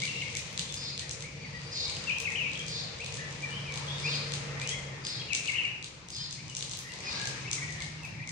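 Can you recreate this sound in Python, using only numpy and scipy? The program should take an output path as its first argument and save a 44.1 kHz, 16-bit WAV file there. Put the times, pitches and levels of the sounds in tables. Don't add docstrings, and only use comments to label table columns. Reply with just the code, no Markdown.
import sys
import numpy as np
from scipy import signal
from scipy.fft import rfft, irfft, next_fast_len
from scipy.io import wavfile
from scipy.ndimage import uniform_filter1d, minimum_filter1d

SR = 44100
rng = np.random.default_rng(int(sys.argv[2]) if len(sys.argv) > 2 else 0)


def rack_gain(trim_db):
    fader = np.asarray(trim_db, float)
    return 10 ** (fader / 20)


def materialize(psi):
    bounded = np.clip(np.atleast_2d(psi).T, -1, 1)
    quanta = np.round(bounded * 32767).astype(np.int16)
    wavfile.write(sys.argv[1], SR, quanta)


N = 366471
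T = np.arange(N) / SR

# f/Hz, level/dB per Hz
RUMBLE_SPECTRUM = [(13, -53), (22, -33), (40, -17), (52, -15), (65, -7), (103, -3), (140, 1), (152, -0.5),
                   (178, -5.5), (226, -15), (300, -15), (390, -21), (660, -120)]
TOWN_SPECTRUM = [(120, -24), (200, -1.5), (244, -9.5), (425, -6), (508, -6.5), (687, -12), (878, -10),
                 (1110, -12.5), (1460, -16.5), (1900, -10.5), (2470, -17), (4180, -120)]
FLOCK_SPECTRUM = [(1200, -16), (1600, -19), (2060, 2.5), (2400, 7), (3300, 1), (4000, 1), (6600, -0.5),
                  (9000, -10), (11000, -18.5), (14000, -34)]
WHINE_SPECTRUM = [(400, -32), (445, -3.5), (465, 6.5), (490, -6), (515, -1), (560, -7.5), (650, -9),
                  (720, -35)]
# f/Hz, likeness/0-1
LIKENESS = [(25, .9), (60, 0.98), (130, 0.88), (290, 0.76), (640, 0.24), (1400, 0)]
# t/s, pitch f/Hz, hum level/dB
MOTOR = [(0.0, 139.9, -49), (1.48, 142.1, -50.5), (1.83, 137.2, -52), (2.03, 158.9, -51.5),
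         (2.82, 159.4, -50), (2.92, 138.3, -55), (3.66, 143.2, -38.5), (4.16, 144.4, -36.5),
         (4.93, 138.2, -43), (5.34, 139.2, -81), (5.97, 143.7, -80), (6.57, 159.6, -51),
         (6.87, 139.2, -100), (7.12, 146, -73), (7.48, 135, -50), (7.68, 151.3, -41), (8.31, 157.5, -50)]
# t/s, level/dB
BREEZE = [(0.0, -56.5), (1.6, -58.5), (2.03, -54), (2.82, -56), (3.66, -54.5), (4.16, -50), (4.93, -54),
          (5.34, -54.5), (5.97, -61), (6.87, -59), (7.17, -48), (7.48, -54), (8.31, -59.5)]
# t/s, level/dB
FLOCK = [(0.0, -46), (1.3, -56), (1.83, -50.5), (2.92, -51.5), (3.66, -48.5), (4.16, -44.5), (4.93, -54),
         (5.34, -50.5), (5.97, -59.5), (6.57, -54), (6.87, -55), (7.15, -44.5), (7.48, -49.5),
         (7.68, -50.5), (8.31, -58.5)]
# t/s, peak level/dB
THIN_TICKS = [(.283, -33.5), (.3104, -36), (1.0939, -22), (2.3037, -29.5), (2.3184, -38), (3.1242, -26.5),
              (3.3089, -33), (3.4056, -33.5), (4.3356, -29), (4.6744, -19), (6.5504, -20.5),
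              (6.3094, -26.5), (6.4809, -32), (6.6954, -25.5), (6.9881, -32.5), (7.5137, -15.5),
              (7.7068, -29.5), (8.2747, -26.5)]
# t/s, peak level/dB
FULL_TICKS = [(.0024, -25.5), (.0202, -40), (.2039, -35), (.2185, -38), (.036, -23.5), (.5766, -19.5),
              (.9774, -24.5), (1.8806, -26.5), (1.95, -30), (2.0227, -33), (2.5163, -32), (2.9872, -35.5),
              (3.045, -28.5), (3.489, -36), (2.0787, -33.5), (3.7579, -27.5), (3.8506, -37.5),
              (3.9828, -29.5), (4.14, -32.5), (4.3203, -23.5), (4.5986, -27.5), (5.0503, -24.5),
              (5.4578, -26), (5.6354, -37.5), (5.8264, -29), (5.8435, -40), (6.6081, -24), (6.663, -42),
              (6.718, -29), (6.92, -32.5), (7.1979, -27.5), (7.4104, -43), (7.8042, -27.5)]
# t/s, peak level/dB
OPEN_TICKS = [(.5415, -43), (2.818, -36.5), (6.7336, -32), (7.1117, -32), (1.2065, -28.5), (1.6165, -38.5),
              (3.1068, -37), (3.1536, -29), (3.723, -28.5), (5.5023, -27.5), (5.8666, -50), (6.148, -29.5),
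              (7.8474, -35.5)]
# t/s, peak level/dB, top minus edge level/dB
AIRY_TICKS = [(.352, -20, -13), (.5112, -39, 0), (.7243, -23.5, -11), (2.1845, -23.5, -4.5),
              (2.576, -30, -10.5), (2.665, -27, -16), (3.7424, -40.5, -6), (5.3325, -15, -25),
              (6.0861, -29, -12.5), (6.772, -26.5, 0), (7.2554, -21.5, -15.5), (8.034, -36, -1)]
# delay t/s, left level/dB, right level/dB
TICK_REPEATS = [
    (.0100, -14, -15),
    (.0157, -6, -3),
    (.0175, 1, 3.5),
    (.0236, -13, -15),
    (.0314, -12, -14),
    (.0398, -11, -12),
    (.0445, -13, -15),
]
# t/s, lower voice f/Hz, upper voice f/Hz, voices level/dB, rasp level/dB
BUZZES = [
    (.762, 4940, 5278, -45, -48),
    (1.711, 4933, 5390, -43, -42),
    (2.665, 4860, 5432, -48, -46),
    (4.021, 4945, 5404, -45.5, -44),
    (5.034, 4760, 5252, -45, -48.5),
    (6.112, 4946, 5250, -45.5, -48.5),
    (7.035, 5050, 5555, -47.5, -48.5),
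]
# t/s, length t/s, from f/Hz, to f/Hz, rms level/dB
RISES = [(0.015, 0.04, 2087, 2447, -37), (.252, 0.026, 2350, 2760, -50), (.35, 0.025, 1940, 2590, -45),
         (1.232, 0.033, 1957, 2510, -50), (1.855, 0.044, 2200, 2420, -50), (2.553, 0.0053, 3000, 3570, -37),
         (2.997, 0.032, 2250, 2790, -42.5), (3.178, 0.026, 1704, 1950, -49), (3.5, 0.1, 2870, 3240, -48.5),
         (4.494, 0.19, 1895, 2090, -55.5), (3.878, 0.047, 3270, 3710, -42), (4.031, 0.057, 2180, 2804, -37),
         (4.605, 0.045, 2287, 2620, -44.5), (4.646, 0.049, 2600, 3180, -45.5),
         (4.714, 0.046, 1953, 2230, -45.5), (4.924, 0.019, 1810, 1920, -52),
         (6.377, 0.033, 2017, 2660, -56), (6.832, 0.08, 1860, 2090, -54.5),
         (7.448, 0.023, 2120, 2330, -45.5), (7.473, 0.018, 2470, 2860, -43.5),
         (8.052, 0.019, 2270, 2700, -54), (8.214, 0.026, 2047, 2680, -47)]
# t/s, length t/s, from f/Hz, to f/Hz, rms level/dB
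FALLS = [(0.074, 0.011, 3030, 2710, -40), (0.216, 0.0087, 3240, 2060, -35.5),
         (1.015, 0.019, 1985, 1770, -52), (1.408, 0.031, 2410, 2210, -55),
         (1.443, 0.0283, 2205, 1810, -49.5), (1.962, 0.013, 3350, 2320, -46),
         (2.295, 0.023, 2115, 1770, -48), (2.591, 0.019, 3330, 3090, -41), (3.452, 0.0215, 1995, 1720, -49),
         (3.657, 0.061, 2565, 2194, -44), (4.113, 0.032, 3370, 3090, -44), (4.706, 0.027, 3325, 3214, -40),
         (7.518, 0.031, 2370, 2250, -48), (5.217, 0.0063, 3080, 2370, -44), (6.487, 0.032, 3060, 2800, -53),
         (7.003, 0.044, 2450, 2040, -56), (7.568, 0.029, 2270, 2000, -45), (7.611, 0.041, 2250, 2213, -45),
         (7.716, 0.1, 1906, 1797, -56), (7.853, 0.042, 2050, 2050, -68), (7.805, 0.031, 2215, 1997, -44),
         (8.027, 0.037, 2660, 2540, -47), (8.045, .016, 2490, 2250, -46), (8.146, 0.029, 2270, 2080, -54),
         (8.179, 0.045, 2080, 2030, -53), (8.272, 0.031, 2250, 1970, -47)]
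# t/s, length t/s, f/Hz, rms level/dB, extra echo level/dB
PEEPS = [(0.082, 0.024, 2717, -41, -4), (.125, 0.091, 2764, -48, -2), (0.22, 0.013, 2157, -39.5, -8),
         (.235, 0.059, 2203, -49, -11), (0.632, 0.027, 3480, -58, -1), (.69, 0.04, 3520, -47, -7),
         (.762, .015, 3480, -60, -2), (1.369, 0.14, 4550, -66, -5), (1.5, 0.2, 4730, -65, 1),
         (1.537, 0.049, 1940, -47, -12), (1.91, 0.11, 4790, -55, -3), (3.425, 0.026, 2360, -38, -5),
         (3.925, 0.051, 3650, -54, -3), (3.2, 0.092, 1960, -49.5, -12), (3.2, 0.063, 1760, -55, -9),
         (5.195, 0.017, 3275, -44, -6), (6.182, 0.054, 3125, -51, -14), (6.886, 0.055, 2790, -56, -14),
         (7.064, 0.039, 2475, -40.5, -24), (7.11, 0.17, 1638, -54, -3.5), (7.67, 0.048, 1953, -49.5, -4),
         (7.615, .04, 1940, -47.5, -10), (8.18, 0.028, 2350, -54, -5), (7.98, 0.025, 2800, -60, -6)]
# t/s, length t/s, from f/Hz, to f/Hz, rms level/dB
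SONG = [(2.07, 0.017, 2700, 2720, -38), (2.084, 0.025, 2757, 2230, -33.5), (2.1, 0.012, 2180, 3170, -35.5),
        (2.148, 0.014, 3070, 3200, -50), (2.252, 0.014, 2784, 2340, -35), (2.271, .01, 2320, 2025, -35),
        (2.35, .013, 2185, 3210, -34), (2.367, 0.015, 3315, 2880, -44), (2.378, 0.082, 2965, 2259, -37.5),
        (2.609, 0.021, 2450, 2246, -50), (5.284, 0.019, 2890, 2670, -47), (5.302, 0.0243, 2730, 2424, -39),
        (5.321, 0.0094, 2456, 2150, -36.5), (5.327, 0.0116, 2330, 2990, -33.5),
        (5.479, 0.012, 3040, 2460, -34), (5.487, 0.016, 2405, 2050, -34), (5.437, 0.033, 2294, 2760, -45),
        (5.551, 0.014, 2173, 3030, -34.5), (5.557, 0.068, 3000, 2466, -36.5),
        (5.635, 0.026, 2725, 2143, -37)]
# delay t/s, left level/dB, right level/dB
FAR_WALLS = [
    (.036, -11, -12),
    (.062, -8, -9),
]
# f/Hz, level/dB
LEFT_COLOUR = [(300, -0.5), (1300, 8.5), (2400, 5), (5000, 4.5), (6700, 3), (7500, -4), (8300, -8),
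               (9000, -32), (10000, -10.5), (14000, -36), (15600, -23), (16400, -44)]
RIGHT_COLOUR = [(300, -0.5), (1300, 6), (2400, 1), (5000, 2), (6700, -6), (8200, 0.5), (9300, 1),
                (10200, -3.5), (11500, -10.5), (14000, -27), (15600, -9), (16400, -47)]
# f/Hz, left share/0-1, right share/0-1
EMPTY_TREBLE = [(8000, 0, 0), (8700, .6, 0), (9400, .7, .05), (10300, .75, .55), (15000, .7, .6)]

SIDE_LAG, FRONT_LAG = 14, 17


def unit(x):
    return x / np.sqrt(np.mean(x ** 2))


def on_log(hz, table):
    table_hz, values = np.transpose(table)
    return np.interp(np.log(hz + 1), np.log(table_hz), values)


def colour(x, table):
    size = next_fast_len(N)
    gain = rack_gain(on_log(np.fft.rfftfreq(size, 1 / SR), table))
    return irfft(rfft(x, size) * gain, size)[..., :N]


def band(x, hz, width_hz):
    edges = [hz - width_hz / 2, hz + width_hz / 2]
    return signal.sosfilt(signal.butter(1, edges, "band", fs=SR, output="sos"), x)


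def walk(rate, size=N):
    hold = int(SR / rate)
    knots = np.repeat(rng.standard_normal(size // hold + 2), 16)
    knots = uniform_filter1d(uniform_filter1d(knots, size=16), size=16)
    return 1.4 * np.interp(np.arange(size) * 16 / hold, np.arange(len(knots)), knots)


def follow(table, column=1):
    columns = np.transpose(table)
    return np.interp(T, columns[0], columns[column])


def late_left(x, lag):
    return np.array([np.roll(x, lag), x])


def yard(x, t60, rise, hold, wet_db):
    t = np.arange(SR) / SR
    fall = rack_gain(-60 * np.maximum(t - hold, 0.63 * t) / t60) * (1 - np.exp(-(t / rise) ** 2))
    grain = rack_gain(5 * rng.standard_normal((2, SR)) + np.array([walk(150, SR), walk(150, SR)]))
    tail = rng.standard_normal((2, SR)) * grain * fall
    tail = tail / np.sqrt(np.sum(tail ** 2, axis=1, keepdims=True))
    return rack_gain(wet_db) * signal.fftconvolve(x[None], tail, axes=1)[:, :N]


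def wash(table, db, flicker_db, swell_db):
    size = next_fast_len(N)
    hz = np.fft.rfftfreq(size, 1 / SR)
    like = np.clip(on_log(hz, LIKENESS), 0, 1)
    mid, side = rfft(rng.standard_normal((2, size)))
    pair = np.sqrt(1 + like) * mid + np.sqrt(1 - like) * side * np.array([[1], [-1]])
    pair = rack_gain(on_log(hz, table)) * pair
    out = 0
    for octave in np.arange(np.log2(table[0][0]), np.log2(table[-1][0]) + .5, .5):
        share = np.clip(1 - np.abs(np.log2(hz + 1) - octave) * 2, 0, 1)
        level = rack_gain(flicker_db * walk(12) + swell_db * walk(3.233))
        out = out + irfft(pair * share, size)[:, :N] * level
    return unit(out) * rack_gain(db)


def town():
    calm_db = -52.5
    breeze_db, hum_db = follow(BREEZE), follow(MOTOR, 2)
    rumble_db = -45.5 + 0.2 * (breeze_db - calm_db) + 0.068 * (hum_db - calm_db)
    return wash(RUMBLE_SPECTRUM, rumble_db, 2.3, 1.0) + wash(TOWN_SPECTRUM, breeze_db + 2, 2.05, 0.39)


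def flock():
    return wash(FLOCK_SPECTRUM, follow(FLOCK) + 1.5, 0.16, 1.36)


def motor():
    hz, hum_db = follow(MOTOR), follow(MOTOR, 2)
    hum = np.sqrt(2) * rack_gain(hum_db - 2.5 + 1.1 * walk(2.78)) * np.sin(2 * np.pi * np.cumsum(hz) / SR)
    idle_s, fade_s, idle_db = 4.95, 0.025, -13.5
    whine_db = follow(BREEZE) - 0.7 + idle_db * np.clip((T - idle_s) / fade_s, 0, 1)
    return hum + wash(WHINE_SPECTRUM, whine_db, 1.2, 0.26)


def ticks():
    edge, body, top, sent = np.zeros((4, N))
    kinds = [(THIN_TICKS, -6.5, -29, -1.6), (FULL_TICKS, 1.5, -18.5, -1.4),
             (OPEN_TICKS, -1.4, -16.5, -3.5), (AIRY_TICKS, -4, 0, -2)]
    for table, body_db, top_db, echo_db in kinds:
        s, db, *own_top_db = np.transpose(table)
        at = (s * SR).astype(int) + 10
        edge[at] = rack_gain(db)
        body[at] = rack_gain(db + body_db)
        top[at] = rack_gain(db + top_db + sum(own_top_db))
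        sent[at] = rack_gain(echo_db)
    sent = -minimum_filter1d(-sent, size=201)
    snap = 16 * band(band(band(edge, 8040, 3000), 5650, 2010), 6740, 3120)
    snap += 9 * band(band(body, 3330, 1970), 4290, 1750)
    snap += 9 * band(band(top, 13300, 5000), 12500, 5000)
    tick_lag, repeat_lag = 23, 5
    bounce = snap
    for delay, left_db, right_db in TICK_REPEATS:
        repeat = late_left(np.roll(snap, int(delay * SR)), repeat_lag)
        bounce = bounce + rack_gain([[left_db], [right_db]]) * repeat
    bounce[0] = np.roll(bounce[0], tick_lag)
    return bounce + yard(snap * sent, t60=0.64, rise=.016, hold=0.0029, wet_db=7.5)


def tone(hz, gain, wobble):
    tremble = walk(260.5, len(hz))
    course = hz * (1 + wobble * (tremble - tremble.mean()))
    return np.sqrt(2) * gain * np.sin(2 * np.pi * np.cumsum(course) / SR)


def buzz_rasp(pulses, late):
    low = 0.79 * unit(band(band(pulses, 4430, 830), 4400, 900)) * late
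    middle = 0.7 * unit(band(band(pulses, 4770, 1200), 4570, 990))
    return low + middle + 0.5 * unit(band(band(pulses, 6730, 830), 5800, 900))


def buzzes():
    out, sent = np.zeros((2, N))
    t = np.arange(SR // 4) / SR
    length_s, attack_s, release_s = 0.16, 0.017, 0.016
    held = np.clip(np.minimum(t / attack_s, (length_s - t) / release_s), 0, 1)
    late = np.clip((t - 0.025) / 0.041, 0, 1)
    slide = 1 - 0.0478 * np.exp(-t / 0.0075)
    throat_hz = 3100 + (4170 - 3100) * t / length_s

    def hoarse(db):
        return unit(rack_gain(db * walk(201.4, len(t))))

    for s, lower_hz, upper_hz, lower_db, rasp_db in BUZZES:
        voices = tone(upper_hz * slide, rack_gain(lower_db - 3.5 - 10 * t) * hoarse(3.5), .006)
        voices += tone(lower_hz * slide, rack_gain(lower_db - 40 * t) * hoarse(3.5), .006)
        rate_hz = 320 * (1 + .06 * walk(25, len(t)))
        call = 0
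        for k in range(1, 5):
            line_hz = lower_hz - k * rate_hz
            near_throat = 0.3 + np.exp(-((line_hz - throat_hz) / 260) ** 2)
            call += tone(line_hz, rack_gain(rasp_db - 4.5) * near_throat * late * hoarse(5), .014)
        pulses = np.diff(np.floor(np.cumsum(rate_hz) / SR), prepend=0) * rack_gain(2.5 * walk(300, len(t)))
        pulses += 0.55 * 0.11 * rng.standard_normal(len(t))
        call = call + rack_gain(rasp_db) * buzz_rasp(pulses, late)
        at = slice(int(s * SR), int(s * SR) + len(t))
        out[at] = (call + voices) * held
        sent[at] = (call + rack_gain(-4.5) * voices) * held
    return rack_gain(-1.5) * late_left(out, FRONT_LAG) + yard(sent, t60=0.61, rise=0.0019, hold=0.044, wet_db=0.5)


def notes():
    song = [(*row, -1.95, 1) for row in SONG]
    glides = [(*row, -5.5, 0) for row in [*RISES, *FALLS]]
    peeps = [(s, length, hz, hz, db, wet_db, 0) for s, length, hz, db, wet_db in PEEPS]
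    return song + glides + peeps


def whistles():
    direct, echoed = np.zeros((2, N)), np.zeros(N)
    near_db = -37.5
    for s, length, from_hz, to_hz, direct_db, wet_db, who in notes():
        way = np.linspace(0, 1, int(length * SR))
        hz = from_hz + (to_hz - from_hz) * way
        swell = np.abs(np.sin(np.pi * way)) ** .5
        at = slice(int(s * SR), int(s * SR) + len(way))
        echo_db = -35.5 + 0.78 * (direct_db - near_db) + wet_db
        far_db = max(near_db - direct_db, 0) * (from_hz != to_hz)
        tremble = .35 if from_hz == to_hz else 1
        flutter = unit(rack_gain((2.5 + .1 * far_db) * walk(93, len(way))))
        wobble = tremble * (28 + 2 * far_db) / hz
        direct[who, at] += tone(hz, swell * rack_gain(direct_db) * flutter, wobble)
        warble = unit(rack_gain(5 * walk(183, len(way))))
        echoed[at] += tone(hz, swell * rack_gain(echo_db) * warble, tremble * 85 / hz)
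    others, singer = direct
    pan_db = 5
    heard = late_left(others, FRONT_LAG)
    heard = heard + rack_gain([[pan_db / 2], [-pan_db / 2]]) * late_left(singer, SIDE_LAG)
    for delay, left_db, right_db in FAR_WALLS:
        k = int(delay * SR)
        returned = np.array([np.roll(echoed, k), np.roll(echoed, k + SIDE_LAG)])
        heard += rack_gain([[left_db], [right_db]]) * returned
    return heard + yard(echoed, t60=0.5, rise=.007, hold=0.065, wet_db=3.2)


def thin_treble(x):
    hz, _, cells = signal.stft(x, SR, nperseg=1024)
    power = uniform_filter1d(np.abs(cells) ** 2, size=9, axis=1)[:, 4::9] + 1e-20
    whim_db = 9 * uniform_filter1d(rng.standard_normal(power.shape), size=2, axis=2)
    db = 10 * np.log10(np.abs(power)) + whim_db
    rank = np.argsort(np.argsort(db, axis=2), axis=2) / db.shape[2]
    edge_hz, *shares = np.transpose(EMPTY_TREBLE)
    empty = np.array([np.interp(hz[4::9], edge_hz, share) for share in shares])
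    keep = np.repeat(rank >= empty[:, :, None], 9, axis=1)[:, :len(hz)]
    return signal.istft(cells * keep, SR, nperseg=1024)[1][:, :N]


def scene():
    return town() + flock() + motor() + ticks() + buzzes() + whistles()


def roll_off(x):
    return signal.sosfilt(signal.butter(12, 16460, fs=SR, output="sos"), x)


def record(dry):
    coloured = np.array([colour(dry[0], LEFT_COLOUR), colour(dry[1], RIGHT_COLOUR)])
    mix = thin_treble(coloured)
    return roll_off(mix)


dry = scene()
out = record(dry)
materialize(out)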